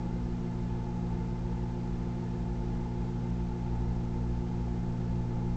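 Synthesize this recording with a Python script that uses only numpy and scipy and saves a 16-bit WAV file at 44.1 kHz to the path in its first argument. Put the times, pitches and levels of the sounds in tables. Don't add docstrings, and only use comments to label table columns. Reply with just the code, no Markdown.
import sys
import numpy as np
from scipy import signal
from scipy.fft import rfft, irfft, next_fast_len
from scipy.io import wavfile
from scipy.ndimage import map_coordinates

SR = 44100
rng = np.random.default_rng(int(sys.argv[2]) if len(sys.argv) > 2 else 0)


def to_wav(sig):
    pcm = np.clip(np.atleast_2d(sig), -1, 1) * 32767
    pcm = np.round(pcm).astype(np.int16)
    wavfile.write(sys.argv[1], SR, pcm.T)


def decibels_to_gain(level_db):
    exponent = np.asarray(level_db, float) / 20
    return 10 ** exponent


N = 245195
TIME_S = np.arange(N) / SR
SINCE_BEAT_S = TIME_S - .697


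def unit(x):
    return x / np.sqrt(np.mean(x ** 2) + 1e-20)


def along(points, hz):
    f, v = np.transpose(points)
    return np.interp(np.log(hz + 1), np.log(f + 1), v)


def over_time(rows):
    s, value = np.transpose(rows)
    return np.interp(TIME_S, s, value)


def wobble(rate_hz):
    knots = rng.standard_normal(int(N * rate_hz / SR) + 4)
    return map_coordinates(knots, [np.arange(N) * rate_hz / SR])


def filtered(x, response):
    m = next_fast_len(N + SR // 2)
    spectrum = rfft(x, m) * response(np.fft.rfftfreq(m, 1 / SR))
    return irfft(spectrum, m)[..., :N]


def noise(response):
    return unit(filtered(rng.standard_normal(N), response))


def tones(rows, turns, unsteady_db, rate_hz):
    lag_turns = np.arange(len(rows)) ** 2 * (np.sqrt(5) - 1) / 2
    total = 0
    for (multiple, level_db), lag in zip(rows, lag_turns):
        peak = np.sqrt(2) * decibels_to_gain(level_db + unsteady_db * wobble(rate_hz))
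        total = total + peak * np.sin(2 * np.pi * (multiple * turns - lag))
    return total


def transformer():
    mains_hz = 59.945
    # mains_multiple, level_db (rms)
    core = [(1, -45), (2, -38), (3, -58.5), (4, -43), (5, -66), (6, -54), (7, -64), (8, -70), (9, -75),
            (10, -70), (11, -65), (12, -72.5), (13, -74.5), (14, -60), (15, -68.5), (16, -80), (17, -79.5),
            (19, -78.5), (20, -76.5), (22, -78), (23, -75.5), (25, -77.5), (26, -76.5)]
    # time_s, gain_db
    shade = [
        (0, -1),
        (.9, 0),
        (2.1, -1.5),
        (3.4, -0.5),
        (5.56, 0.3),
    ]
    return decibels_to_gain(over_time(shade)) * tones(core, mains_hz * SINCE_BEAT_S, unsteady_db=1.0, rate_hz=4)


def fan():
    shaft_hz = 44.111
    # shaft_multiple, level_db (rms)
    blades = [(1, -66), (2, -70), (3, -65.5), (4, -39), (5, -70.5), (7, -68.5), (8, -50), (10, -71),
              (11, -76.5), (12, -66), (16, -64), (17, -77.5), (18, -69.5), (19, -64.5), (20, -58),
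              (24, -79.5)]
    turns = shaft_hz * SINCE_BEAT_S + .014 + .006 * wobble(1.6)
    return tones(blades, turns, unsteady_db=1.02, rate_hz=6)


def air():
    # freq_hz, density_db (per Hz)
    stream = [(20, -10), (35, -8.5), (70, -12), (100, -4), (160, -9), (260, -13.5), (310, -16.5),
              (400, -15), (580, -25), (1100, -28), (1500, -30), (2600, -35.5), (4000, -41), (8000, -57.5)]
    # centre_hz, width_hz, level_db
    case = [(103, 14, -6.5), (160.5, 16, -2), (216, 13, -12), (300, 17, -11), (326.4, 30, -10.5),
            (456.5, 39, -11.5), (504.6, 50, -16.5), (710, 90, -21.5), (780, 72, -22.5), (870.5, 78, -14.5),
            (912, 37, -20.5), (1008, 37, -22.5), (1156, 42, -27.5), (1264, 65, -27), (1396, 100, -29.5),
            (1717, 47, -27), (2083, 53, -28.5), (2429, 36, -32), (2730, 65, -39.5)]

    def case_gain(hz):
        power = sum(decibels_to_gain(2 * db) / (1 + (2 * (hz - centre) / width) ** 4) for centre, width, db in case)
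        return np.sqrt(power)

    rush = noise(lambda hz: decibels_to_gain(along(stream, hz)))
    ring = noise(case_gain)
    rush_db = -46.5 + 0.41 * wobble(7)
    ring_db = -47.5 + .6 * wobble(5)
    return decibels_to_gain(rush_db) * rush + decibels_to_gain(ring_db) * ring


def motors():
    # freq_hz, level_db (rms)
    drones = [(57.71, -46), (47.65, -44), (80.5, -61), (869.7, -70), (1770.1, -83), (3162.2, -87),
              (3476.9, -90), (4735.8, -90)]
    return tones(drones, SINCE_BEAT_S, unsteady_db=2.0, rate_hz=4.1)


def vehicle():
    # time_s, firing_hz
    firing = [(0, 30.8), (1.5, 31), (1.95, 44.45), (2.15, 48.34), (2.6, 48.37), (3.05, 52.88),
              (3.45, 57.59), (3.85, 59.05), (4.35, 60.06), (4.9, 62.21), (5.56, 62.82)]
    # freq_hz, level_db (rms)
    wall = [(31, -55), (37, -52), (44, -42), (50, -41), (54.5, -52), (59, -40), (60.3, -43.5), (62, -50.5)]
    rate_hz = over_time(firing)
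    turns = np.cumsum(rate_hz) / SR + .535
    engine = np.sqrt(2) * decibels_to_gain(along(wall, rate_hz)) * np.sin(2 * np.pi * turns)

    idle_db, growth_db_per_octave, sway_db = -49.5, 5, 2.5
    rumble_db = idle_db + growth_db_per_octave * np.log2(rate_hz / rate_hz[0]) + sway_db * wobble(2.5)
    rumble = noise(lambda hz: (hz / 9) ** 2 / (1 + (hz / 9) ** 2) / (1 + (hz / 28) ** 6))
    return engine + decibels_to_gain(rumble_db) * rumble


def scene():
    return (transformer() + fan() + air() + motors() + vehicle())[None]


def microphone_hiss():
    chop_hz, level_db = 354.03, -63.0
    # freq_hz, density_db (per Hz)
    hiss_curve = [(500, -33.5), (2000, -6), (4000, 0.5), (6000, -0.5), (7500, -3.5)]
    chop = 1 + .42 * np.cos(2 * np.pi * chop_hz * TIME_S - 3.5)
    return decibels_to_gain(level_db) * unit(chop * noise(lambda hz: decibels_to_gain(along(hiss_curve, hz))))


def band_limit(x):
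    return signal.sosfilt(signal.butter(12, 8790, fs=SR, output="sos"), x)


def record(dry):
    # freq_hz, gain_db
    channel_edge = [(7000, 0.5), (7700, -1), (8200, -7.5), (8600, -17.5), (8900, -31), (9200, -70)]
    mix = filtered(dry + microphone_hiss(), lambda hz: decibels_to_gain(along(channel_edge, hz)))
    return band_limit(mix)


dry = scene()
out = record(dry)
to_wav(out)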